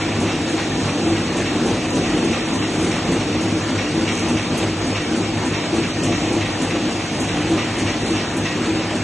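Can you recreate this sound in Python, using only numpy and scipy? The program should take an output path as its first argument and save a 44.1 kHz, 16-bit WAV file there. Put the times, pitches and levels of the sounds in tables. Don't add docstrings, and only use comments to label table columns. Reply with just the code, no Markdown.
import sys
import numpy as np
from scipy import signal
from scipy.fft import rfft, irfft, next_fast_len
from scipy.io import wavfile
from scipy.ndimage import uniform_filter1d

SR = 44100
rng = np.random.default_rng(int(sys.argv[2]) if len(sys.argv) > 2 else 0)


def put_to_file(sound):
    columns = np.atleast_2d(sound).T
    safe = np.clip(columns, -1, 1)
    whole_steps = np.round(safe * 32767)
    wavfile.write(sys.argv[1], SR, whole_steps.astype(np.int16))


def elevation(decibels):
    levels = np.asarray(decibels, float)
    return 10 ** (levels / 20)


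N = 398223
PACK_S, PACK_COUNT = 0.29165, 31
CRIMP, LATCH, KNOCK, PUFF, THUD = range(5)


def evened(x):
    return x / np.sqrt(np.mean(x ** 2) + 1e-20)


def read(points, hz):
    f, value = np.transpose(points)
    return np.interp(np.log(hz + 1), np.log(f + 1), value)


def colour(x, points):
    size = next_fast_len(len(x))
    gain = elevation(read(points, np.fft.rfftfreq(size, 1 / SR)))
    return irfft(rfft(x, size) * gain, size)[:len(x)]


def body(x, modes):
    size = next_fast_len(len(x) + SR // 2)
    f = np.fft.rfftfreq(size, 1 / SR)
    response = 0
    for k, (hz, width, db) in enumerate(modes):
        damping = 1j * f * width
        response = response + (-1) ** k * elevation(db) * damping / (hz ** 2 - f ** 2 + damping)
    return irfft(rfft(x, size) * response, size)[:len(x)]


def phone(column):
    # start_s, nearness_db, left_right_db
    drift = [
        (0.0, 0.5, .5),
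        (1.2, 0.54, 0.25),
        (2.1, 1, 0.5),
        (3.2, 0.05, 0.45),
        (4.2, 0.1, .7),
        (5.2, -0.34, .6),
        (6.3, -0.17, .8),
        (7.4, 0, .4),
        (8.3, 0, 0.55),
        (9.03, -1, .5),
    ]
    rows = np.array(drift)
    return np.interp(np.arange(N) / SR, rows[:, 0], rows[:, column])


def running(level_db, near, swing_db, top_s, drift_db):
    t = np.arange(N) / SR
    hz, phase = np.geomspace(0.6, 9, 24), rng.random(24)
    swells = np.sin(2 * np.pi * (t[::100, None] * hz + phase)) @ hz ** -0.25
    drift = evened(swells.repeat(100)[:N])
    load = swing_db * np.cos(2 * np.pi * (t - top_s) / PACK_S)
    return elevation(level_db + near * phone(column=1) + load + drift_db * drift)


def patchy(patchy_db, flicker_db):
    a, b, patches = rng.standard_normal((N // 128 + 5, 257, 3)).T
    patches = uniform_filter1d(patches, size=6, axis=0)
    patches = evened(uniform_filter1d(patches, size=20, axis=1))
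    flicker = evened(uniform_filter1d(rng.standard_normal(a.shape[1]), size=6))
    z = (a + 1j * b) * elevation(patchy_db * patches + flicker_db * flicker)
    return signal.istft(z, nperseg=512, noverlap=384)[1][:N]


def frame():
    # pitch_hz, width_hz, level_db
    panels = [(50.4, 7.2, -13), (85.4, 16.5, -9.5), (109, 24, -9.5), (130.6, 13, -10.5), (146.2, 9, -6.5),
              (175, 18.3, -1), (185.5, 27, -2), (212.9, 4.6, -7), (233.3, 4.6, -0.5), (264.7, 10.7, -3.5),
              (307.4, 6, -0.5), (320.1, 9.7, -1.5), (337.5, 5.3, -0.5), (367, 17, -7.5), (391.2, 17, -9),
              (457.6, 23.6, -10.5), (513.8, 15, -11), (587.5, 24.5, -16), (700.5, 21.6, -14.5),
              (796, 15.7, -15.5), (1137, 11, -22), (2680, 36, -28)]
    turn = round(2 * PACK_S * SR)
    teeth = np.resize(rng.standard_normal(turn) * (rng.random(turn) < 150 / SR), N)
    rattle = rng.standard_normal(N) * (0.084 + (rng.random(N) < 600 / SR))
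    rumble = evened(body(0.5 * evened(teeth) + evened(rattle), panels))
    return running(level_db=-24, near=2.2, swing_db=1.26, top_s=0.24, drift_db=1.48) * rumble


def steady():
    # pitch_hz, density_db
    belts = [(35, -36), (50, -7.5), (300, -2.5), (500, -2), (800, -3.5), (1100, -7), (1500, -8.5),
             (1870, -8.5), (2100, -8.5), (2600, -7), (3100, -11), (4300, -15), (5200, -10.5), (7000, -87)]
    # pitch_hz, density_db
    film = [(3500, -19), (4800, -27.5), (5700, 3), (6500, 2), (7500, -1.5), (8800, -6.5), (9600, -11.5),
            (10300, -20.5), (11300, -32), (13000, -60.5)]
    rubbing = patchy(patchy_db=1.36, flicker_db=0.66)
    whirr = evened(colour(rubbing, belts))
    whirr = running(level_db=-27, near=0.44, swing_db=0.42, top_s=0.23, drift_db=0.65) * whirr
    hiss = evened(colour(rubbing, film))
    hiss = running(level_db=-38, near=1, swing_db=0.37, top_s=0.21, drift_db=0.1) * hiss
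    return whirr + hiss + frame()


def gears():
    # turns_per_pack, level_db
    orders = [(20, -51.5), (45, -32), (65, -32.5), (68, -45.5), (73, -41.5), (87, -30), (89, -45.5),
              (94, -36.5)]
    # time_s, level_db
    mesh_load = [(0.0, -29), (0.2, -25.5), (0.4, -42), (0.98, -28.5), (1.5, -37), (2.6, -33.5), (3.1, -39),
                 (3.3, -28), (4.05, -33), (4.83, -28), (5.08, -35), (5.41, -27), (5.7, -34.5), (6.4, -28),
                 (6.7, -37.5), (7.67, -28.5), (8.6, -35), (8.9, -31.5)]
    t = np.arange(N) / SR
    turns = 2 * np.pi * t / PACK_S
    tones = sum(elevation(db - 2.5) * np.sin(k * turns + 2 * np.pi * rng.random()) for k, db in orders)
    mesh = (0.2 + np.cos(turns + 0.1)) * np.sin(30 * turns)
    return tones + elevation(np.interp(t, *np.transpose(mesh_load)) + 4.0) * mesh


def servo():
    # time_s, pitch_hz, level_db
    drive = [
        (0, 319, -32.5),
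        (0.198, 326, -33.5),
        (.3, 310.4, -35),
        (0.359, 293, -24),
        (.44, 301, -29),
        (.49, 340.2, -26.5),
        (.54, 325, -19.5),
        (0.5844, 324, -29.5),
    ]
    s, hz, db = np.transpose(drive)
    at = np.arange(N) / SR % (2 * PACK_S)
    waver = evened(uniform_filter1d(rng.standard_normal((N, 2)), size=3000, axis=0)).T
    turns = np.cumsum(np.interp(at, s, hz) + 2.565 * waver[0]) / SR
    return elevation(np.interp(at, s, db) + 1.2 * waver[1]) * np.sin(2 * np.pi * turns)


def blows(column, after_s, every=1):
    # crimp_db, latch_db, cam_knock_db, air_puff_db, jaw_thud_db
    lugs = [
        (-32, -32.5, -21.5, -39, -25.5),
        (-27, -40, -14.5, -39.5, -26),
        (-25.5, -31.5, -20, -40, -16.5),
        (-27, -40, -15.5, -41.5, -26),
        (-28, -31.5, -20, -38.5, -31),
        (-25.5, -40, -17.5, -40, -20.5),
    ]
    uneven = [
        0,
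        2.5,
        0,
        0,
        4.0,
    ]
    # start_s, cam_knock_db, air_puff_db
    packs = [(0.0, -2, 0), (0.292, -1, -0.5), (0.583, 1, -6), (0.875, 0, -6.5), (1.167, 0, 0),
             (1.458, -6, 1), (1.75, 3, -1.5), (2.042, 3, -1), (2.333, 3, -1.5), (2.625, -1.5, 2),
             (2.917, 2.5, -0.5), (3.208, 0.5, 0), (3.5, 4, -7.5), (3.791, -0.5, -4.5), (4.083, -9, 1.5),
             (4.375, -10, 5.5), (4.666, 1, -1), (4.958, 4, 1), (5.25, 3, 0.5), (5.541, 4, 0),
             (5.833, 2, 5.5), (6.125, 4.5, 2.5), (6.416, -1, 2.5), (6.708, 0, 0.5), (7.0, 2.5, 3),
             (7.291, -8, -2.5), (7.583, 0, 1.5), (7.875, -12, 1.5), (8.166, 1.5, -0.5), (8.458, -9, -4)]
    bites = [3, 0.5, -1.5, -2.5, -3, -0.5, -3, 0, 1, 0.5, 3, -4, -4, 3, 3.5, 1, -6, 2, 2, 3, -2.5, 1.5, 3,
             0, 1, 0.5, 2, 3, 3.5, 0]
    out, pack = np.zeros(N + SR), np.arange(PACK_COUNT)
    own = np.zeros((PACK_COUNT, 5))
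    own[:len(packs), KNOCK:PUFF + 1] = np.array(packs)[:, 1:]
    own[:len(bites), CRIMP] = bites
    chance = uneven[column] * rng.standard_normal(PACK_COUNT)
    db = np.array(lugs)[pack % len(lugs), column] + own[:, column] + chance
    at = np.clip(((pack * PACK_S + after_s) * SR).astype(int), 0, N)[::every]
    np.add.at(out, at, elevation(db[::every] + phone(column=1)[np.minimum(at, N - 1)]))
    return out[:N]


def burst(train, rise_s, t60):
    t = np.arange(SR // 4) / SR
    return signal.oaconvolve(train, np.minimum(t / rise_s, 1) * elevation(-60 * t / t60))[:N]


def ring(hz, t60, rise_s):
    t = np.arange(SR // 4) / SR
    return np.sin(2 * np.pi * hz * t) * np.minimum(t / rise_s, 1) * elevation(-60 * t / t60)


def jaws():
    # pitch_hz, width_hz, level_db
    bite_modes = [(1170, 230, -4), (1908, 116, 1), (2260, 140, 1), (2676, 174, 1), (3130, 400, -5.5),
                  (3780, 370, -6.5), (5620, 280, -7)]
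    grit = rng.standard_normal(N) * (0.44 + (rng.random(N) < 1500 / SR))
    rasp = evened(body(grit, bite_modes))
    crimp = elevation(1.5) * rasp * burst(blows(CRIMP, after_s=-0.012), rise_s=0.012, t60=0.25)
    thud = elevation(-4) * signal.oaconvolve(blows(THUD, after_s=0.274), ring(162, 0.06, 0.003))[:N]
    trip = elevation(4.5) * ring(1800, 0.074, 0.00026)
    first = signal.oaconvolve(blows(LATCH, after_s=0.136, every=2), trip)[:N]
    fall_back = elevation(4.0) * ring(1184, 0.029, 0.001) + elevation(3.5) * ring(980, 0.051, 0.00061)
    second = signal.oaconvolve(blows(LATCH, after_s=0.157, every=2), fall_back)[:N]
    return crimp + thud + first + second


def cam():
    knock = elevation(1.5) * ring(335.7, 0.12, 0.0046)
    knock += elevation(-9) * ring(880, 0.03, 0.0018)
    knock += elevation(-10.5) * ring(400, 0.068, 0.0038)
    lower = elevation(2.0) * ring(235, 0.26, 0.029)
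    lower += elevation(-11) * ring(580, 0.05, 0.0035)
    lower += elevation(3.0) * ring(260, 0.15, 0.009)
    strike = blows(KNOCK, after_s=0.184)
    bounce = elevation(-5.5) * np.roll(strike, round(0.055 * SR))
    both = signal.oaconvolve(strike - bounce, knock)
    return (both + signal.oaconvolve(blows(KNOCK, after_s=0.19, every=2), lower))[:N]


def valve():
    # pitch_hz, width_hz, level_db
    nozzle = [(5800, 170, -2), (6370, 240, 3.5), (7060, 330, 1.5), (7980, 700, -1.5), (8980, 380, -3),
              (9640, 400, -6.5)]
    jet = elevation(5.0) * evened(body(rng.standard_normal(N), nozzle))
    return jet * burst(blows(PUFF, after_s=0.198), rise_s=0.0054, t60=0.24)


def crackles():
    # start_s, peak_db, pitch_hz, brightness_db
    snaps = [(0.6974, -21.5, 6300, -37), (1.0064, -40, 6700, -39.5), (1.6362, -24, 6260, -29),
             (1.828, -25, 5960, -30), (1.9058, -17.5, 7160, -31), (2.808, -18, 6336, -31.5),
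             (3.2774, -31, 6700, -25.5), (3.4294, -25, 6700, -24), (3.7084, -24, 6380, -40),
             (3.7807, -14.5, 5750, -86), (4.08, -26, 6100, -30), (4.153, -14, 6300, -42.5),
             (4.1965, -12.5, 6008, -38), (4.3736, -16.5, 5960, -47), (4.5754, -28, 9130, -8.5),
             (6.0107, -27, 7600, -30.5), (6.0365, -14, 5670, -34), (6.502, -20, 5900, -37),
             (6.557, -33, 6700, -35), (6.6294, -29, 6360, -18), (7.0324, -32, 6630, -33),
             (7.204, -23.5, 6330, -16.5), (7.5607, -23, 7140, -42.5), (8.063, -15, 7100, -41),
             (8.3154, -28.5, 6600, -28.5), (8.37, -23, 5780, -18), (8.5773, -23, 6370, -39.5)]
    out = np.zeros(N + SR)
    fizz = evened(body(rng.standard_normal(SR // 4), [(10200, 2200, 0)]))
    fizz = fizz * elevation(-60 * np.arange(SR // 4) / SR / 0.094)
    for s, db, hz, bright_db in snaps:
        snap = ring(hz, 0.0095, 0.00016) + 0.68 * ring(1.3 * hz, 0.0045, 0.00019)
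        snap = elevation(db - 6.0) * (snap + elevation(bright_db + 10.0) * fizz)
        out[round(s * SR):][:len(snap)] += snap
    return out[:N]


def rustles():
    # start_s, length_s, level_db, pitch_hz
    crumples = [
        (1.0, .15, -48.5, 6700),
        (2.656, .35, -40.5, 6516),
        (4.079, 0.14, -36, 6100),
        (4.361, 0.09, -43.5, 5970),
        (6.061, .25, -40, 5580),
        (7.759, .1, -43.5, 6960),
        (8.05, 0.072, -44, 6750),
    ]
    out = np.zeros(N + SR)
    for s, length, db, hz in crumples:
        size, when = rng.exponential(1, SR), rng.random(SR)
        t = np.arange(round(length * SR)) / SR
        snaps = (elevation(4.3 * np.minimum(size, 5)) * (when < 1500 / SR))[:len(t)]
        sound = evened(body(snaps, [(hz, 700, 0), (1.35 * hz, 1500, -5)]))
        out[round(s * SR):][:len(t)] += elevation(db) * np.sin(np.pi * t / length) ** 0.6 * sound
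    return out[:N]


def shop(x, start):
    # pitch_hz, t60_s
    decay = [(100, 0.67), (1000, 0.72), (4000, 0.7), (10000, 0.096)]
    taps = np.zeros(SR // 2)
    at = np.arange(start, SR // 2 - 20, 20)
    taps[at + rng.integers(0, 20, len(at))] = rng.choice([-1., 1.], len(at))
    hz, t, z = signal.stft(taps, SR, nperseg=256)
    tail = signal.istft(z * elevation(-60 * t / read(decay, hz)[:, None]), SR, nperseg=256)[1]
    return signal.fftconvolve(x, tail / np.linalg.norm(tail))[:N]


def scene():
    # pitch_hz, level_db
    wide = [(60, -36), (200, -28), (330, -23), (720, -8.5), (1150, -8.5), (1700, -18.5), (2700, -7.5),
            (4000, 0.5), (5500, -1.5), (6400, -29), (7500, -8.5), (8600, -2), (9800, 4), (11300, 13.5)]
    hits = jaws() + cam() + valve() + crackles() + rustles()
    centre = hits + elevation(-4.5) * shop(hits, start=300) + steady() + gears() + servo()
    around = 0.74 * shop(hits, start=40) + 0.5 * np.roll(hits, 90) + 0.92 * steady()
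    width = colour(around, wide)
    lows = colour(centre, [(60, -20), (150, 3), (900, 3), (1500, -30)])
    lean = lows * np.tanh(phone(column=2) * np.log(10) / 40)
    return np.array([centre + width + lean, centre - width - lean])


def thinned(pair, scatter_db, quiet_db):
    # pitch_hz, level_db
    mask = [(100, -27), (400, -23), (1600, -16.5), (3000, -12), (4300, -8), (5000, -5), (5800, -10),
            (7000, -10), (8200, -6.5), (9500, -3), (11500, -1)]
    hz, _, z = signal.stft(pair, SR, nperseg=2048, noverlap=1536)
    power = abs(z) ** 2
    band = uniform_filter1d(uniform_filter1d(power, size=9, axis=1), size=2, axis=2)
    around = uniform_filter1d(band.max(0), size=90, axis=0)
    moods = rng.standard_normal((2, 65, z.shape[2] // 2 + 1)).repeat(16, 1).repeat(2, 2)
    moods = moods[:, :1025, :z.shape[2]]
    limit = around * elevation(2 * read(mask, hz))[:, None] + elevation(2 * quiet_db)
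    limit = limit * elevation(2 * scatter_db * moods)
    weak = power < 0.45 * limit
    return signal.istft(z * (band > limit) * ~weak, SR, nperseg=2048, noverlap=1536)[1][:, :N]


def band_limit(x):
    return signal.sosfilt(signal.butter(12, 11600, fs=SR, output="sos"), x)


def record(dry):
    dry = dry * np.clip(0.73 + np.arange(N) / SR / 0.051, 0, 1)
    centre, width = dry.mean(0), (dry[0] - dry[1]) / 2
    notch = signal.butter(1, [4650, 5300], "band", fs=SR)
    centre = centre - 0.72 * signal.filtfilt(*notch, centre)
    centre, width = thinned(np.array([centre, width]), scatter_db=3.3, quiet_db=-87)
    return band_limit(np.array([centre + width, centre - width]))


dry = scene()
out = record(dry)
put_to_file(out)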